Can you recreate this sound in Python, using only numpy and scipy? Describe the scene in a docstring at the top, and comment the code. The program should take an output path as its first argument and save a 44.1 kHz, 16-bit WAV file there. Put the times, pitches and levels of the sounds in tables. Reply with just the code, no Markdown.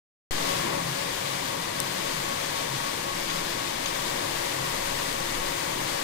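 """A circular sock knitting machine runs in a workshop, heard close up from its control panel.
Its needles pass the cams in a whine that throbs once a turn; the frame drones, motors hum and beat,
and suction air hisses. The mechanism clacks faintly and a panel button clicks once.
The sound cuts in with an opening swell in which the whole machine sounds louder, then settles.
It sits mostly to the left and grows a little as the microphone turns to the knitting head."""
import sys
import numpy as np
from scipy import signal
from scipy.fft import rfft, irfft
from scipy.io import wavfile

SR = 44100
rng = np.random.default_rng(int(sys.argv[2]) if len(sys.argv) > 2 else 0)


def transcribe(signal):
    """Save signal, clipped to [-1, 1], as a 16-bit WAV file at the path in sys.argv[1]."""
    frames = np.atleast_2d(signal).T
    limited = np.clip(frames, -1, 1)
    pcm = np.round(limited * 32767).astype(np.int16)
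    wavfile.write(sys.argv[1], SR, pcm)


N = 265923
TIME = np.arange(N) / SR
FREQS = np.maximum(np.arange(N // 2 + 1) * SR / N, 1)
NEEDLES, TURNS_PER_S = 144, 3.8533
TIGHT_SPOT_S = .497   # the cylinder's tight spot passes the cams now, and once every turn
FRAME_HOLD_S = .15   # the opening swell lasts this much longer in the frame and cams


def from_db(db):
    """Decibels to gain."""
    return 10 ** (np.asarray(db) / 20)


def rms_one(x):
    """Scale so that the mean of the channels has rms 1."""
    return x / np.sqrt(np.mean(np.atleast_2d(x).mean(0) ** 2) + 1e-20)


def in_time(rows):
    """Each column of a curve at every sample."""
    s, *columns = np.transpose(rows)
    return [np.interp(TIME, s, c) for c in columns]


def at_hz(points):
    """A table over log frequency, read at every bin."""
    hz, value = np.transpose(points)
    return np.interp(np.log(FREQS), np.log(hz), value)


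def colour(points):
    """Gain of a spectrum that falls away steeply beyond its ends."""
    skirts = np.minimum(FREQS / points[0][0], 1) * np.minimum(points[-1][0] / FREQS, 1)
    return from_db(at_hz(points)) * skirts ** 4


def resonances(modes):
    """Gain of parallel resonances with steep skirts."""
    return sum(from_db(db) / (1 + ((FREQS - hz) / width) ** 2) ** 2 for hz, width, db in modes)


def drift(rate_hz):
    """Slow random wander of rms 1."""
    return rms_one(irfft(rfft(rng.standard_normal(N)) / (1 + (FREQS / rate_hz) ** 2) ** 2, N))


def swells(rows):
    """Rounded, flat-topped bumps, each of its own height."""
    return sum(height / (1 + (2 * (TIME - s) / length) ** 4) for s, length, height in rows)


def opening(lag_s=0, longer_s=0, start_s=.3, attack_s=.11, hold_s=.17, release_s=.13):
    """Envelope of the opening swell, 0-1: the machine sounds louder, then settles."""
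    age = TIME - start_s - lag_s
    end = attack_s + hold_s + longer_s + release_s
    return np.clip(np.minimum(age / attack_s, (end - age) / release_s), 0, 1)


# Where the microphone points, from panel to knitting head: (time [s], facing the head [0-1])
MIC_AIM = [(2.6, 0.7), (3.7, 0.5), (4.05, 1), (4.8, 1), (6.03, 1)]
def layer_db(levels, lift):
    """A layer's level at the microphone, from (steady [dB], opening adds [dB], facing head adds [dB])."""
    steady_db, opening_db, facing_db = levels
    facing, = in_time(MIC_AIM)
    return steady_db + opening_db * lift + facing_db * facing


# The longer path to the microphone's right port: (frequency [Hz], delay [s])
RIGHT_DELAY = [(300, 0.00062), (600, 0.00081), (950, 0.00081), (1250, 0.00045), (2000, 0.00055),
               (4000, 0.000425)]
def port_lag(hz):
    """Direct sound bends round the microphone's body and reaches the right port later."""
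    return np.interp(hz, *np.transpose(RIGHT_DELAY))


def tone(hz, phase, balance_db):
    """A sine of rms 1 on the left, later and balance_db down on the right."""
    arrival = np.array([TIME, TIME - port_lag(hz)])
    return np.sqrt(2) * np.sin(2 * np.pi * hz * arrival + phase) * from_db([[0], [-balance_db]])


def room_ripple(count=1400):
    """Workshop reflections leave peaks and dips of about a decibel, different at each port."""
    knots = np.linspace(0, SR / 2, count)
    return from_db([np.interp(FREQS, knots, row) for row in rng.standard_normal((2, count))])


# The machine stands to the microphone's left: (frequency [Hz], left over right [dB])
MIC_BALANCE = [(60, .5), (140, 0.9), (210, 1.4), (330, 4), (450, 7.5), (770, 6.8), (1100, 3.5), (1900, 4.8),
               (2800, 8.7), (4500, 12.5), (7500, 9.3), (9500, 12.5), (12000, 9.8), (15000, 17)]
# Direct sound at the right port: (frequency [Hz], share [0-1])
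DIRECT_SHARE = [(150, 1), (330, 0.99), (440, 0.57), (900, 0.8), (1100, 0.12), (1350, 0.092), (1900, 0.3),
                (2500, 0.11), (4000, 0.053), (8000, 0.019)]
def at_ports(gain, source=None):
    """Filtered noise, or a source, at the microphone; the right port mixes it with diffuse room noise."""
    left, room = rfft(rng.standard_normal((2, N)))
    if source is not None:
        left = rfft(rms_one(source))
    direct = np.clip(at_hz(DIRECT_SHARE), 0, 1)
    diffuse = np.sqrt(1 - direct ** 2)
    right = direct * left * np.exp(-2j * np.pi * FREQS * port_lag(FREQS)) + diffuse * room
    ports = np.array([left, right * from_db(-at_hz(MIC_BALANCE))])
    return rms_one(irfft(ports * gain * room_ripple() ** diffuse, N))


# The whine's two partials, from the head on the left:
# (multiple of needle rate, lag at the catch [0-1], dip at the catch [0-1], left over right [dB])
WHINE_PARTIALS = [(1, 1, .55, 10), (2, .3, 0, 4.8)]
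# Depth of the once-a-turn throb: (time [s], lower partial [0-1], upper partial [0-1])
THROB_DEPTH = [(.3, .5, .9), (1.7, .45, .8), (2.6, .08, 1), (3.5, .04, 1), (4.2, 0, .8), (6.03, 0, .8)]
# The stitch cams ease off and the lower partial dips:
# (place after the tight spot [turns], width [turns], depth [0-1])
CAM_EASINGS = [(.22, .08, .58), (.53, .05, .4)]
# The upper partial sings out: (time [s], length [s], boost [dB])
UPPER_SWELLS = [(2.7, 1.5, 3.8)]
def needle_whine(catch_lead_s=.062, catch_sharpness=.78):
    """Needles pass the cams; once a turn the cylinder catches, so the tone dips, lags and recovers."""
    angle = 2 * np.pi * TURNS_PER_S * (TIME - TIGHT_SPOT_S)
    catch = 1 - catch_sharpness * np.exp(1j * (angle + 2 * np.pi * TURNS_PER_S * catch_lead_s))
    place = angle / (2 * np.pi) % 1
    contact = 1 - sum(depth * np.exp(-((place - at) / width) ** 2) for at, width, depth in CAM_EASINGS)
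    lift = opening(lag_s=.031, longer_s=FRAME_HOLD_S)
    lower = contact * from_db(layer_db((-41.8, 3.8, 5), lift))
    upper = from_db(layer_db((-40.2, 5.8, -8), lift) + swells(UPPER_SWELLS))
    out = 0
    for partial, depth, gain in zip(WHINE_PARTIALS, in_time(THROB_DEPTH), (lower, upper)):
        multiple, lag, dip, balance_db = partial
        throb = (1 + depth * np.cos(angle)) * np.minimum(np.abs(catch), 1) ** dip
        out += gain * throb * tone(multiple * NEEDLES * TURNS_PER_S, lag * np.angle(catch), balance_db)
    return out


# Clear tones near the head: (multiple of turn rate, relative level [dB], left over right [dB])
CAM_HARMONICS = [(125, -53, 8), (132, -50.5, 8), (147, -51, 8), (234, -53, 5), (252, -51.5, 5),
                 (282, -47.5, 4), (283, -49.5, 4), (285, -48.5, 4), (291, -51, 4), (297, -49, 4)]
def cam_tones(pulse_turns=.1):
    """The cams sing, louder as the microphone faces them; their tones beat and fall in step once a turn."""
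    facing, = in_time(MIC_AIM)
    in_step = 2 * np.pi * (TURNS_PER_S * TIGHT_SPOT_S + pulse_turns)
    tones = sum(from_db(db) * tone(multiple * TURNS_PER_S, -multiple * in_step, balance_db)
                for multiple, db, balance_db in CAM_HARMONICS)
    return from_db(-12 * (1.5 - facing)) * tones


# Parts that the needles rattle: (frequency [Hz], width [Hz], relative level [dB])
CAM_MODES = [(500, 30, -5.5), (945, 75, -9), (1088, 45, -9), (1148, 32, -5.5), (1930, 250, -6.5)]
def needle_rattle(scatter=.26, throb=.025):
    """Each needle hits the cams with a force of its own, so the rattle repeats turn after turn."""
    passes = np.arange(int(N / SR * NEEDLES * TURNS_PER_S))
    force = rng.standard_normal(NEEDLES)[passes % NEEDLES] + scatter * rng.standard_normal(len(passes))
    play = rng.random(NEEDLES)[passes % NEEDLES]   # each sits a little early or late in its slot
    hit_samples = ((passes + play) * SR / (NEEDLES * TURNS_PER_S)).astype(int)
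    hits = np.bincount(hit_samples, force, N)[:N]
    swell = 1 + throb * np.cos(2 * np.pi * TURNS_PER_S * (TIME - TIGHT_SPOT_S))
    return at_ports(resonances(CAM_MODES), hits * swell)


# The frame's low drone and midrange whirr, from the panel: (frequency [Hz], relative level [dB])
DRONE_SPECTRUM = [(25, -23), (40, -18), (50, -22), (76, -16), (95, -6), (150, -5), (220, -3.5), (270, -1.5),
                  (330, 0), (385, -2), (450, -7.5), (600, -48)]
WHIRR_SPECTRUM = [(330, -10), (430, -1.5), (500, 3.5), (595, 1), (670, 2), (760, -0.5), (850, 1),
                  (930, 2.5), (1030, 0.5), (1150, 0), (1500, -17.5)]
# The drone briefly rises or dips: (time [s], length [s], change [dB])
DRONE_CHANGES = [(.67, 0.072, 4), (4.22, 0.1, 3.5), (5.37, 0.066, -1), (5.8, 0.14, 2)]
def frame(whirr_follows_drone=.12):
    """The frame drones and whirrs, and the needles rattle in it."""
    lift, change_db = opening(longer_s=FRAME_HOLD_S), swells(DRONE_CHANGES)
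    drone = from_db(layer_db((-42, 4, -2.1), lift) + change_db) * at_ports(colour(DRONE_SPECTRUM))
    whirr_db = layer_db((-42, 3, 3), lift) + whirr_follows_drone * change_db
    whirr = from_db(whirr_db) * at_ports(colour(WHIRR_SPECTRUM))
    rattle = from_db(layer_db((-49.5, 3, 5), lift)) * needle_rattle()
    return drone + whirr + rattle


# Motor and fan tones: (frequency [Hz], level [dB], left over right [dB], facing the head adds [dB])
MOTOR_TONES = [(100.2, -66, -2, 9), (275.3, -50, -1, -6), (1680, -53, 17, 3)]
def motors(waver_db=2, wander_rad=.22):
    """Motors and fans hum, wavering in the room."""
    facing, = in_time(MIC_AIM)
    out = 0
    for hz, db, balance_db, facing_db in MOTOR_TONES:
        gain = from_db(db + facing_db * facing + waver_db * drift(3.8))
        out += gain * tone(hz, wander_rad * drift(1.5), balance_db)
    return out


# The stronger drive motor at the left port: (time [s], level [dB])
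DRIVE_CURVE = [(.4, -41), (.65, -44), (.85, -58), (1.8, -52), (2.5, -56), (3.0, -48), (3.3, -50),
               (3.55, -47), (4.2, -44.5), (4.6, -50), (5.3, -44), (5.65, -52), (5.9, -48)]
def drive(hz=348.2, beat_hz=.86, null_s=3.85, second_db=-3, balance_db=4.5):
    """Two drive motors of nearly the same speed beat about once a second."""
    level_db, = in_time(DRIVE_CURVE)
    slip = -2 * np.pi * beat_hz * (TIME - null_s)
    pair = tone(hz, 0, balance_db) - from_db(second_db) * tone(hz, slip, balance_db)
    return from_db(level_db) * pair


# Air in the pipe, hiss at its mouth and the highest spray: (frequency [Hz], relative level [dB])
RUSH_SPECTRUM = [(700, -22), (1250, -5), (1500, 0), (1900, -1), (2300, 1), (2700, -3), (3600, -15.5)]
HISS_SPECTRUM = [(2000, -24), (2800, -1.5), (3450, 1.5), (4000, 0), (4800, -0.5), (5600, -3.5), (6600, -5),
                 (10000, -24)]
SPRAY_SPECTRUM = [(4000, -13), (6500, -2.5), (8000, 0.5), (10000, -2), (12500, -5), (15500, -6.5)]
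# The pipe's resonances: (frequency [Hz], width [Hz], relative level [dB])
PIPE_MODES = [(2010, 200, -3), (2460, 320, 0)]
# They ring out as the opening swell ends: (time [s], length [s], boost [dB])
PIPE_BOOST = [(.7, 0.29, 21.8)]
def suction(flutter_db=.58, spray_flutter_db=.6, pipe_db=-68):
    """Air rushes through the suction pipe and hisses at its mouth, fluttering a little."""
    lift, flutter = opening(), drift(9.7)
    rush_db = layer_db((-41.5, 2.5, 2.5), opening(longer_s=FRAME_HOLD_S / 2)) + flutter_db * flutter
    hiss_db = layer_db((-39, 3.5, 1.35), lift) + flutter_db * flutter
    spray_db = layer_db((-44.5, 3, 4), lift) + spray_flutter_db * flutter
    rush = from_db(rush_db) * at_ports(colour(RUSH_SPECTRUM))
    hiss = from_db(hiss_db) * at_ports(colour(HISS_SPECTRUM))
    pipe = from_db(pipe_db + swells(PIPE_BOOST)) * at_ports(resonances(PIPE_MODES))
    spray = from_db(spray_db) * at_ports(colour(SPRAY_SPECTRUM))
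    return rush + hiss + pipe + spray


# The workshop floor underfoot: (frequency [Hz], relative level [dB])
FLOOR_SPECTRUM = [(14, 3.5), (20, -12), (30, -12), (42, -20)]
# Rises of the floor's rumble and of the low hum: (time [s], length [s], boost [dB])
FLOOR_RISES = [(3.4, 0.96, 8), (5.37, 0.18, 9)]
HUM_RISES = [(4.9, 0.42, 6)]
# Cabinet panels near the microphone: (frequency [Hz], width [Hz], relative level [dB])
CABINET_MODES = [(134, 10, 1), (172.8, 35, -1.5)]
# Short low booms, each on its own note, sometimes overlapping:
# (time [s], length [s], frequency [Hz], level [dB])
LOW_BOOMS = [(0.817, 0.25, 166, -39.5), (0.887, 0.084, 135, -40), (1.271, 0.24, 137, -46),
             (1.56, 0.16, 169, -47), (1.88, .2, 180, -44.5), (2.742, .07, 133, -40), (3.35, 0.15, 166, -45),
             (4.3, .13, 145, -45), (4.64, 0.21, 136, -43.5)]
def vibration(hum_hz=56.2):
    """The machine shakes the floor and its cabinet panels, and a low hum swells."""
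    lift = opening(longer_s=FRAME_HOLD_S)
    floor = from_db(layer_db((-67, 4, 20), lift) + swells(FLOOR_RISES)) * at_ports(colour(FLOOR_SPECTRUM))
    hum = from_db(layer_db((-68, 2, 9.5), lift) + swells(HUM_RISES)) * tone(hum_hz, .55 * drift(2), 0)
    booms = sum(from_db(db) * swells([(s, length, 1)]) * tone(hz, rng.uniform(0, 2 * np.pi), 1)
                for s, length, hz, db in LOW_BOOMS)
    cabinet = from_db(layer_db((-47.3, 4, -.5), lift)) * at_ports(resonances(CABINET_MODES))
    return floor + hum + booms + cabinet


# Faint clacks from inside the machine: (time [s], steel ring [dB], dull knock [dB], t60 [s])
CLACK_HITS = [(1.482, -37, -45, .05), (3.283, -40, -42, .14), (3.298, -39, -36.5, .13),
              (3.858, -28, -42, .075), (3.948, -37, -40, .12), (4.872, -42, -39, .08),
              (5.009, -37, -45, .05), (5.349, -35, -45, .07)]
# The steel parts and the housing: (frequency [Hz], width [Hz], relative level [dB])
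STEEL_MODES = [(2300, 500, -9), (3068, 280, -4), (3530, 330, 0), (4600, 500, -3.5), (6400, 800, -6)]
HOUSING_MODES = [(600, 200, -2), (1500, 260, 0), (2250, 300, 0)]
def clacks():
    """Small knocks ring steel parts of the mechanism and thud in its housing, blurred by the room."""
    ring = knock = 0
    for s, ring_db, knock_db, t60 in CLACK_HITS:
        decay = (TIME > s) * from_db(-60 * np.minimum(np.abs(TIME - s) / t60, 2))
        ring += from_db(ring_db) * decay
        knock += from_db(knock_db) * decay
    return ring * at_ports(resonances(STEEL_MODES)) + knock * at_ports(resonances(HOUSING_MODES))


# The button's snap and rebound, close to the left port: (time [s], level [dB])
BUTTON_SNAPS = [(1.8020, -9.1), (1.8034, -20)]
# Its plastic body: (frequency [Hz], relative level [dB], t60 [s])
PLASTIC_MODES = [(3650, -15, .013), (4750, -10, .005), (5800, -9, .004), (7550, -6, .004), (8650, .5, .005),
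                 (11650, -3, .0035), (12600, -5, .003), (14000, -9, .002), (15200, -8, .003)]
def button(right_db=-27, tail_db=-24, tail_t60=.019):
    """A snap rings the button's short plastic modes; nearby panels scatter a brief tail."""
    click = np.zeros((2, N))
    for s, db in BUTTON_SNAPS:
        age = np.maximum([TIME - s, TIME - s - port_lag(SR / 2)], 0)
        for k, (hz, mode_db, t60) in enumerate(PLASTIC_MODES):
            decay = from_db(db + mode_db - 60 * np.minimum(age / t60, 4))
            click += (-1) ** k * decay * np.sin(2 * np.pi * hz * age)
    snap_s, snap_db = BUTTON_SNAPS[0]
    scattered = at_ports(resonances([(hz, 500, db) for hz, db, _ in PLASTIC_MODES]))
    fade = (TIME > snap_s) * from_db(snap_db + tail_db - 60 * np.abs(TIME - snap_s) / tail_t60)
    return click * from_db([[0], [right_db]]) + scattered * fade


def scene():
    """The running machine and the button, heard from the control panel."""
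    machine = needle_whine() + cam_tones() + frame() + motors() + drive() + suction() + vibration()
    return machine + clacks() + button()


def record(dry, start_s=.309, thump_db=-27, settle_s=.088, cutoff_hz=15500):
    """The microphone cuts in abruptly with a soft low thump, and the highest treble is cut."""
    thump = -from_db(thump_db) * np.exp(-np.abs(TIME - start_s) / settle_s)
    opened = (dry + thump) * (TIME >= start_s)
    return signal.sosfilt(signal.ellip(10, .1, 80, cutoff_hz, fs=SR, output="sos"), opened)


dry = scene()
out = record(dry)
transcribe(out)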